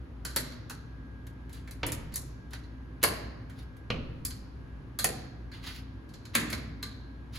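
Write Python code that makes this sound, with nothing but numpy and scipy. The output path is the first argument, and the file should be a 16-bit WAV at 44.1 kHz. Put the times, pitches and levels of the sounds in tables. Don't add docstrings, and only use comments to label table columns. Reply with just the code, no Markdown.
import sys
import numpy as np
from scipy import signal
from scipy.fft import rfft, irfft, next_fast_len
from scipy.io import wavfile
from scipy.ndimage import map_coordinates

SR = 44100
rng = np.random.default_rng(int(sys.argv[2]) if len(sys.argv) > 2 else 0)


def wrap_up_sound(samples):
    columns = np.atleast_2d(samples).T
    tamed = np.clip(columns, -1, 1)
    steps = np.round(tamed * 32767).astype(np.int16)
    wavfile.write(sys.argv[1], SR, steps)


N = 325613


def crutches():
    # start_s, strength_db, then pin_click_db, tube_ring_db, frame_clank_db (added to
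    # the strength, before the trims below), clank_pitch_hz, ring_pitch_hz, chatter_s, stairwell_db (added)
    clack_table = [(0.2494, -34.5, 8.5, -6, -1.5, 1500, 4400, 0.0027, 6),
                   (.361, -29, 16.5, -1.5, 1.5, 1540, 4250, 0.002, 0),
                   (.367, -29, 12, -7, -2, 1595, 4280, 0.0017, 3.5),
                   (.519, -51.5, 0, 0, 1, 1650, 4200, 0.0028, 3),
                   (.696, -42.5, 6.5, -4, 2, 1468, 4240, 0.0035, 2.5),
                   (.705, -46, 8, -14, 6, 1310, 4300, 0.0032, -2.5),
                   (1.2669, -53.5, 8, -21, 2.5, 1670, 4300, 0.0024, -8),
                   (1.4928, -59.5, 6, -6, 5.5, 1650, 4330, 0.0023, 2),
                   (1.527, -55.5, 12.5, -5, -2, 1670, 4100, 0.0038, 6),
                   (1.674, -56, 3, -9, 10, 1710, 4100, .003, 4),
                   (1.709, -47.5, 10.5, -9, -4, 1650, 4340, 0.0029, 0.5),
                   (1.8647, -42, 23, -20, 5.5, 1900, 4700, 0.0013, -1.5),
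                   (1.9194, -35, 16.5, -13, -2.5, 1900, 4700, .0014, 0),
                   (2.1212, -50.5, -5, -5, -2, 1620, 4300, 0.0017, 3),
                   (2.139, -44, 14.5, 2, -5, 1620, 4370, 0.0022, -1.5),
                   (2.1574, -35.5, 19, -12.5, -9, 1655, 4630, .002, .5),
                   (2.5063, -56, 8, -9, -.5, 1620, 4300, 0.0016, 2),
                   (2.5312, -43.5, 3, -13, -0.5, 1540, 4300, 0.0039, 0.5),
                   (2.635, -60, -8, 3, -4.5, 1658, 4140, .0014, -5.5),
                   (3.0282, -28, 11, -6, -0.5, 1720, 4300, .003, -0.5),
                   (3.0356, -24.5, 16.5, -2, 4.5, 1710, 4350, .003, 1.5),
                   (3.496, -56.5, 5, -13, 8, 1620, 4300, .002, 6.5),
                   (3.7655, -65.5, 12.5, -14, 9, 1650, 4280, 0.0015, -7),
                   (4.2496, -39.5, 20.5, 1.5, -10, 1650, 4640, 0.0027, 1),
                   (4.3049, -43, 4.5, -1.5, -4.5, 1640, 4490, .003, 1),
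                   (4.9878, -30.5, 14, -1.5, -3, 1620, 4180, 0.0017, 7.5),
                   (5.0426, -21.5, 14.5, -16, -2.5, 1880, 4400, 0.002, -0.5),
                   (5.5148, -59.5, 0.5, 9, 9.5, 1625, 4300, 0.0031, 10),
                   (6.089, -62.5, 6, -1.5, 5, 1660, 4340, 0.0018, 9.5),
                   (6.136, -51, -1.5, -4, -8, 1640, 4300, 0.0042, 4.5),
                   (6.2514, -48.5, -1.5, -3, -4, 1620, 4200, 0.0036, 4),
                   (6.3499, -27, 13, -2.5, 7, 1860, 4300, 0.0036, 3),
                   (6.5, -43.5, 13.5, -2, 1, 1900, 4300, 0.0028, 6.5),
                   (6.5254, -38.5, 6, 0.5, 4.5, 1610, 4230, 0.0057, 1.5),
                   (6.826, -39.5, 7, 5, 2.5, 1610, 4080, 0.0032, 2.5),
                   (7.3549, -55.5, 12, 4, 5, 1630, 4270, .003, 9)]
    # pitch_hz, relative_level_db
    click_spectrum = [(3000, -21), (6500, -9), (8000, 1), (9300, 1), (10500, -4), (12300, 0), (13500, 2.5),
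                      (15200, -11.5), (16400, -28)]
    # pitch_hz, relative_level_db
    rattle_spectrum = [(900, -28.5), (2000, -8.5), (3000, -3.5), (4200, 0.5), (5400, -3), (6900, -3.5),
                       (8500, -8.5), (13000, -26.5), (16000, -45)]
    # pitch_hz, relative_level_db, t60_s (time to fall by 60 dB)
    tube_modes = [(1182, -0.5, 0.19), (1660, -4, 0.3), (1858, 0, .2), (2330, -6.5, 0.38), (2700, -7.5, .15),
                  (4070, -2, .24), (4200, -6, .34), (4170, 0.5, 0.4), (4430, -3, 0.26), (4742, -9, .2),
                  (6500, -11.5, .12), (6960, -5, .14), (7900, -4, .12), (9600, -4.5, 0.12),
                  (10200, -7, .15), (10670, -1.5, 0.17), (12000, -5.5, 0.12)]
    # multiple_of_ring_pitch, relative_level_db
    clink_spectrum = [(.6, -36.5), (.84, -17), (0.941, -4.5), (1, 0.5), (1.06, -1), (1.16, -13),
                      (1.3, -21.5), (1.6, -40)]
    # multiple_of_clank_pitch, relative_level_db
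    clank_spectrum = [(.12, -22.5), (0.302, -7.5), (0.481, -20), (0.621, -3.5), (.73, -3.5), (0.851, -4.5),
                      (1, 3.5), (1.16, -4), (1.3, -0.5), (1.55, -9.5), (1.9, -8.5), (3.5, -23.5)]
    usual_db = -38.5
    usual_damping_db_per_ms, damping_doubles_db = 3.5, 27.5

    out = np.zeros((2, N))
    for s, db, click_db, ring_db, clank_db, clank_hz, ring_hz, length, wet_db in clack_table:
        damping = usual_damping_db_per_ms * 2 ** ((db - usual_db) / damping_doubles_db)
        click = chatter(click_spectrum, damping, hold=length, rise=0.0023)
        click *= amp(db + click_db - 3.5)
        rattle = chatter(rattle_spectrum, damping, hold=length + 0.00017, rise=0.0055)
        rattle *= amp(db + 3.5)
        tubes = amp(db + ring_db - 23) * ring(tube_modes, detune=0.0022, attack=0.001)
        clink_hz = [(k * ring_hz, level) for k, level in clink_spectrum]
        clink = amp(db + ring_db - 4) * chatter(clink_hz, damping=1.1, hold=0.0045, rise=0.0021)
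        clank_bands = [(k * clank_hz, level) for k, level in clank_spectrum]
        clank = amp(db + clank_db) * chatter(clank_bands, damping=2.18, hold=length, rise=0.0029)
        clack = click + rattle + clink + clank
        add(out, s, stairwell(clack + tubes, all_round(clack) + tubes, wet_db, near_db=2.0))
    return out


def treads():
    # start_s, boom_db, drum_db, drum_pitch_hz, knock_db,
    # knock_pitch_hz (levels before the trims below)
    thud_table = [(.251, -44, -52, 290, -46, 540), (.361, -36.5, -35.5, 244.6, -31, 526),
                  (1.833, -31, -48, 300, -36, 454), (1.838, -40, -45, 168, -32, 897),
                  (3.031, -44, -47, 330, -34, 400), (3.038, -32, -34.5, 238, -24.5, 580),
                  (3.045, -39, -49.5, 178, -24, 1020), (3.903, -34, -33, 170, -34, 438),
                  (3.907, -39, -35.5, 239, -36, 567), (4.992, -39, -42, 226, -43, 585),
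                  (5.043, -35, -44, 349, -31, 536), (5.045, -36.5, -42, 226, -28, 773),
                  (6.352, -27.5, -29, 226, -37.5, 596), (6.41, -33.5, -35, 292.7, -54, 460),
                  (6.528, -35.5, -43, 225, -41.5, 617)]
    # pitch_hz, relative_level_db
    boom_spectrum = [(25, -32.5), (50, -17.5), (100, 0.5), (150, 0.5), (230, -6.5), (330, -4.5),
                     (500, -22.5), (1000, -32.5), (3000, -64)]
    # multiple_of_knock_pitch, relative_level_db, t60_s
    knock_modes = [(.619, -6, .06), (.801, -2.5, .04), (1, 3, 0.035), (1.13, -5.5, 0.041), (1.36, -4, .04),
                   (1.7, -4, 0.023)]
    # multiple_of_drum_pitch, relative_level_db, t60_s
    drum_modes = [(1, 2.5, .2), (1.17, -8.5, .16)]
    # delay in s, change of boom and drum in dB, change of knock in dB
    touch = (0, 0, 0)
    settling = (0.033, -1.5, -12.5)

    out = np.zeros((2, N))
    for s, boom_db, drum_db, drum_hz, knock_db, knock_hz in thud_table:
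        knock_pitches = [(k * knock_hz, db, t60) for k, db, t60 in knock_modes]
        drum_pitches = [(k * drum_hz, db, t60) for k, db, t60 in drum_modes]
        for delay, more_boom_db, more_knock_db in [touch, settling]:
            boom = chatter(boom_spectrum, damping=0.34, hold=0.0055, spiky_db=0.5)
            boom *= amp(boom_db + more_boom_db - 10)
            knock = ring(knock_pitches, detune=0.037, attack=0.00066)
            knock *= amp(knock_db + more_knock_db - 2.5)
            drum = ring(drum_pitches, detune=0.013, attack=0.0067)
            drum *= amp(drum_db + more_boom_db - 6.5)
            thud = boom + knock + drum
            add(out, s + delay, stairwell(thud, thud, wet_db=-3.0, near_db=-6.0))
    return out


def sneaker():
    # start_s, slap_db, pop_db,
    # pop_pitch_hz (levels before the trims below)
    landing_table = [(1.8309, -25, -36, 3300), (1.888, -36.5, -53.5, 2080), (3.902, -25, -33.5, 2800)]
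    # pitch_hz, relative_level_db
    sole_spectrum = [(120, 7), (300, -3.5), (500, 6.5), (800, -10), (1200, 2), (1600, -5), (1950, 0.5),
                     (2400, 1), (2900, -2), (3500, -7.5), (4300, -5), (6000, -18.5), (9000, -29),
                     (15000, -44)]
    # multiple_of_pop_pitch, relative_level_db
    pop_spectrum = [(.4, -33), (.72, -27), (.88, -0.5), (1, -5.5), (1.07, -1), (1.16, -21), (1.8, -41)]

    out = np.zeros((2, N))
    for s, db, pop_db, pop_hz in landing_table:
        slap = amp(db + 3) * chatter(sole_spectrum, damping=1.92, hold=0.0012)
        pop_bands = [(k * pop_hz, level) for k, level in pop_spectrum]
        pop = amp(pop_db - 5) * chatter(pop_bands, damping=0.27, hold=0.004)
        add(out, s, stairwell(slap + pop, all_round(slap) + pop, wet_db=-2.0, near_db=-3.0))
    return out


def rubs():
    # start_s, swell_s, fade_s, level_db (before the trim below),
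    # brightness_db_per_octave
    rub_table = [(1.5, 0.056, 0.056, -54, 1), (2.505, 0.03, 0.035, -47, -5), (3.013, 0.017, .02, -42, -1.5),
                 (3.549, 0.041, 0.057, -55.5, 1.5), (5.517, 0.02, 0.085, -49.5, -2),
                 (5.611, 0.06, 0.1, -41, 0), (5.66, .012, .03, -52, 0), (5.72, 0.043, 0.045, -45.5, 0.5),
                 (6.334, 0.013, 0.1, -37.5, -2), (7.317, 0.063, .1, -43.5, 0.5)]
    # pitch_hz, relative_level_db
    rub_spectrum = [(250, -19), (700, -9), (1200, -3), (2000, 1), (3200, 0.5), (4000, 2.5), (4700, 0),
                    (5600, -8.5), (7500, -11.5), (11000, -9.5), (15000, -15.5)]
    pivot_hz = 3000

    out = np.zeros((2, N))
    unevenness_db = 3.2 * wobble(1200) + 2.8 * wobble(110)
    grains = unit(rng.standard_normal(N) * amp(unevenness_db))
    for s, swell, fade, db, tilt_db in rub_table:
        stroke = np.interp(seconds(swell + fade), [0, swell, swell + fade], [0, 1, 0])
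        tilted = [(hz, level + tilt_db * np.log2(hz / pivot_hz)) for hz, level in rub_spectrum]
        own_grains = np.roll(grains, -round(s * SR))[:len(stroke)]
        scrape = signal.fftconvolve(amp(db - 5) * stroke * own_grains, impulse(tilted))
        add(out, s, stairwell(scrape, scrape, wet_db=-1.5, near_db=1.5))
    return out


def ventilation():
    # pitch_hz, relative_level_db
    air_spectrum = [(22, -28), (38, -18), (50, -2.5), (80, -3), (115, 0.5), (190, -11), (270, -7.5),
                    (400, -18), (700, -24.5), (1000, -24), (2000, -32.5), (4500, -43), (7500, -55),
                    (12000, -54.5), (15000, -76)]
    # pitch_hz, level_db (relative to the hum level)
    fan_tones = [(59.7, 0.5), (119.4, -10), (179.1, -21.5), (261.5, -11)]
    # middle_s, depth_db
    dip_table = [(.7, 5), (3.72, 2.5), (6.15, 10)]
    # time_s, level_db
    whine_levels = [(0, -70), (.75, -62.5), (1.05, -60), (1.45, -61), (1.7, -67), (2.5, -62), (3.8, -63),
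                    (4.2, -68.5), (4.9, -64.5), (7.38, -62.5)]
    steady_hum_db, dip_half_width_s, whine_hz = -47, 0.17, 1626

    t = np.arange(N) / SR
    air = unit(filtered(diffuse(N), lambda hz: amp(along(air_spectrum, hz))))
    air *= amp(-46.5 + 0.21 * wobble(3.6))

    hum = np.zeros(N)
    for hz, db in fan_tones:
        tone = np.sin(2 * np.pi * hz * t + 0.95 * wobble(8))
        hum += amp(db + 2 * wobble(14)) * np.sqrt(2) * tone
    dips_db = sum(depth_db * np.exp(-((t - s) / dip_half_width_s) ** 2) for s, depth_db in dip_table)
    hum *= amp(steady_hum_db - dips_db)

    whine_phase = 2 * np.pi * whine_hz * t + 0.6 * wobble(9)
    whine_gain = amp(curve(whine_levels) + 1.8 * wobble(7))
    whine = whine_gain * np.sin([whine_phase, whine_phase + 1.84])
    return air + hum * amp([[0.4], [-0.4]]) + whine


def stairwell(x, far, wet_db, near_db):
    # pitch_hz, t60_s
    decay_times = [(120, 2.8), (250, 0.61), (500, 0.87), (1100, 0.86), (1800, 0.9), (2800, 0.73),
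                   (4300, 0.76), (5500, 0.7), (8000, 0.34), (12000, 0.34), (14000, 0.29)]
    # pitch_hz, level_db
    wet_levels = [(100, 9), (300, 8), (700, 3), (1500, -1.5), (4000, -3.5), (8000, -5.5), (12200, -7.5),
                  (13800, -26)]
    # pitch_hz, level_db
    wall_levels = [(300, 2.5), (5000, -0.5), (12000, -3), (13800, -9.5), (16000, -15.5)]
    echo_from_s, echo_to_s, echo_db, echo_fade_db_per_s = 0.007, 0.07, -12, 169

    t = seconds(0.9)
    hz, when, z = signal.stft(diffuse(len(t)), SR, nperseg=256)
    t60 = along(decay_times, hz)[:, None]
    gain = amp(along(wet_levels, hz)[:, None] + wet_db - 60 * when / t60)
    gain *= np.sqrt(2 * np.log(1000) / (t60 * SR))
    tail = signal.istft(z * gain, SR, nperseg=256)[1][:, :len(t)]
    tail *= 1 - np.exp(-t / 0.006)

    early = seconds(0.1)
    near = diffuse(len(early)) * amp(-60 * early / 0.11) * (1 - np.exp(-early / 0.0017))
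    near *= amp(-0.5) / np.linalg.norm(near[0])
    for place, lag in rng.random(size=(7, 2)):
        delay = echo_from_s + place * (echo_to_s - echo_from_s)
        echo = amp([echo_db - echo_fade_db_per_s * delay])
        for channel, offset in zip(near, [0.5 - lag, lag - 0.5]):
            add(channel, delay + 0.00019 * offset, echo)
    near = amp(near_db) * filtered(near, lambda hz: amp(along(wall_levels, hz)))
    near[:, 0] += 1
    out = signal.fftconvolve(far[None], tail, axes=1)
    add(out, 0, signal.fftconvolve(x[None], near, axes=1))
    return out


def all_round(x):
    spread = 1.08
    hz = np.geomspace(100, 19000, 120)
    bins = np.fft.rfftfreq(len(x), 1 / SR)
    energy_so_far = np.cumsum(np.abs(rfft(x)) ** 2)
    below = lambda edge: np.interp(edge, bins, energy_so_far)
    power = (below(hz * spread) - below(hz / spread)) / hz
    smooth = np.c_[hz, 10 * np.log10(power + 1e-20)]
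    return np.linalg.norm(x) * impulse(smooth, size=len(x))


def chatter(spectrum, damping, hold, spiky_db=3.0, rise=0.0013):
    t = seconds(0.35)
    ms = 1000 * np.maximum(t - hold, 0)
    noise, sizes = rng.standard_normal((2, len(t)))
    envelope = amp(-max(damping, 0.3) * ms) * (1 - np.exp(-t / rise))
    force = rfft(noise * amp(spiky_db * sizes) * envelope)
    even = irfft(force / np.sqrt(np.abs(force) + 1e-12), len(t)) * envelope ** 0.2
    burst = signal.fftconvolve(even, impulse(spectrum))[:len(t)]
    return burst * np.linalg.norm(envelope) / np.linalg.norm(burst)


def ring(modes, detune, attack):
    t = seconds(0.35)
    hz, db, t60 = np.transpose(modes)[:, :, None]
    strength, pitch, phase = rng.standard_normal((3, len(modes), 1))
    waves = np.sin(2 * np.pi * (hz * (1 + detune * pitch) * t + phase))
    fading = amp(db + 2 * strength - 60 * t / t60)
    return np.sum(fading * waves, axis=0) * (1 - np.exp(-t / attack))


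def diffuse(size):
    # pitch_hz, left_right_likeness (1 same, 0 unrelated, -1 opposite)
    likeness = [(60, 0.79), (150, 0.95), (280, 0.83), (450, 0.44), (650, -0.26), (1300, 0.45),
                (2500, 0.032), (6000, 0.0068)]
    turn = lambda hz: np.arccos(np.clip(along(likeness, hz), -1, 1)) / 2
    mid_and_side = lambda hz: np.array([np.cos(turn(hz)), np.sin(turn(hz))])
    mid, side = filtered(rng.standard_normal((2, size)), mid_and_side)
    return np.array([mid + side, mid - side])


def impulse(spectrum, size=1024):
    cepstrum = irfft(np.log(amp(along(spectrum, np.fft.rfftfreq(size, 1 / SR)))))
    cepstrum[1:size // 2] *= 2
    cepstrum[size // 2:] = 0
    h = irfft(np.exp(rfft(cepstrum)))
    return h / np.linalg.norm(h)


def filtered(x, response):
    n = x.shape[-1]
    m = next_fast_len(n + 4096, True)
    return irfft(rfft(x, m) * response(np.fft.rfftfreq(m, 1 / SR)), m)[..., :n]


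def wobble(rate):
    knots = rng.standard_normal(int(N * rate / SR) + 4)
    return map_coordinates(knots, [np.arange(N) * rate / SR])


def curve(rows):
    return np.interp(np.arange(N) / SR, *np.transpose(rows))


def along(points, hz):
    f, v = np.transpose(points)
    return np.interp(np.log(hz + 1), np.log(f), v)


def add(track, s, x):
    part = track[..., max(round(s * SR), 0):][..., :x.shape[-1]]
    part += x[..., :part.shape[-1]]


def seconds(length):
    return np.arange(int(length * SR)) / SR


def amp(db):
    return 10 ** (np.asarray(db) / 20)


def unit(x):
    return x / np.sqrt(np.mean(x ** 2) + 1e-20)


def scene():
    climber = crutches() + treads() + sneaker() + rubs()
    return climber * amp([[-0.5], [0.5]]) + ventilation()


def record(dry):
    top_hz = 16800
    blend = lambda hz: np.pi / 2 * np.clip((hz - 5300) / 2900, 0, 0.88)
    angle = lambda hz: 2 * np.pi * (hz - 6200) / 4700
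    turn = lambda hz: np.exp(1j * (angle(hz) - 0.3 * np.sin(2 * angle(hz))))
    left, right = dry
    own = filtered(right, lambda hz: np.cos(blend(hz)))
    shared = filtered(left, lambda hz: np.sin(blend(hz)) * turn(hz))
    return filtered(np.array([left, own + shared]), lambda hz: np.clip((top_hz - hz) / 600, 0, 1))


dry = scene()
out = record(dry)
wrap_up_sound(out)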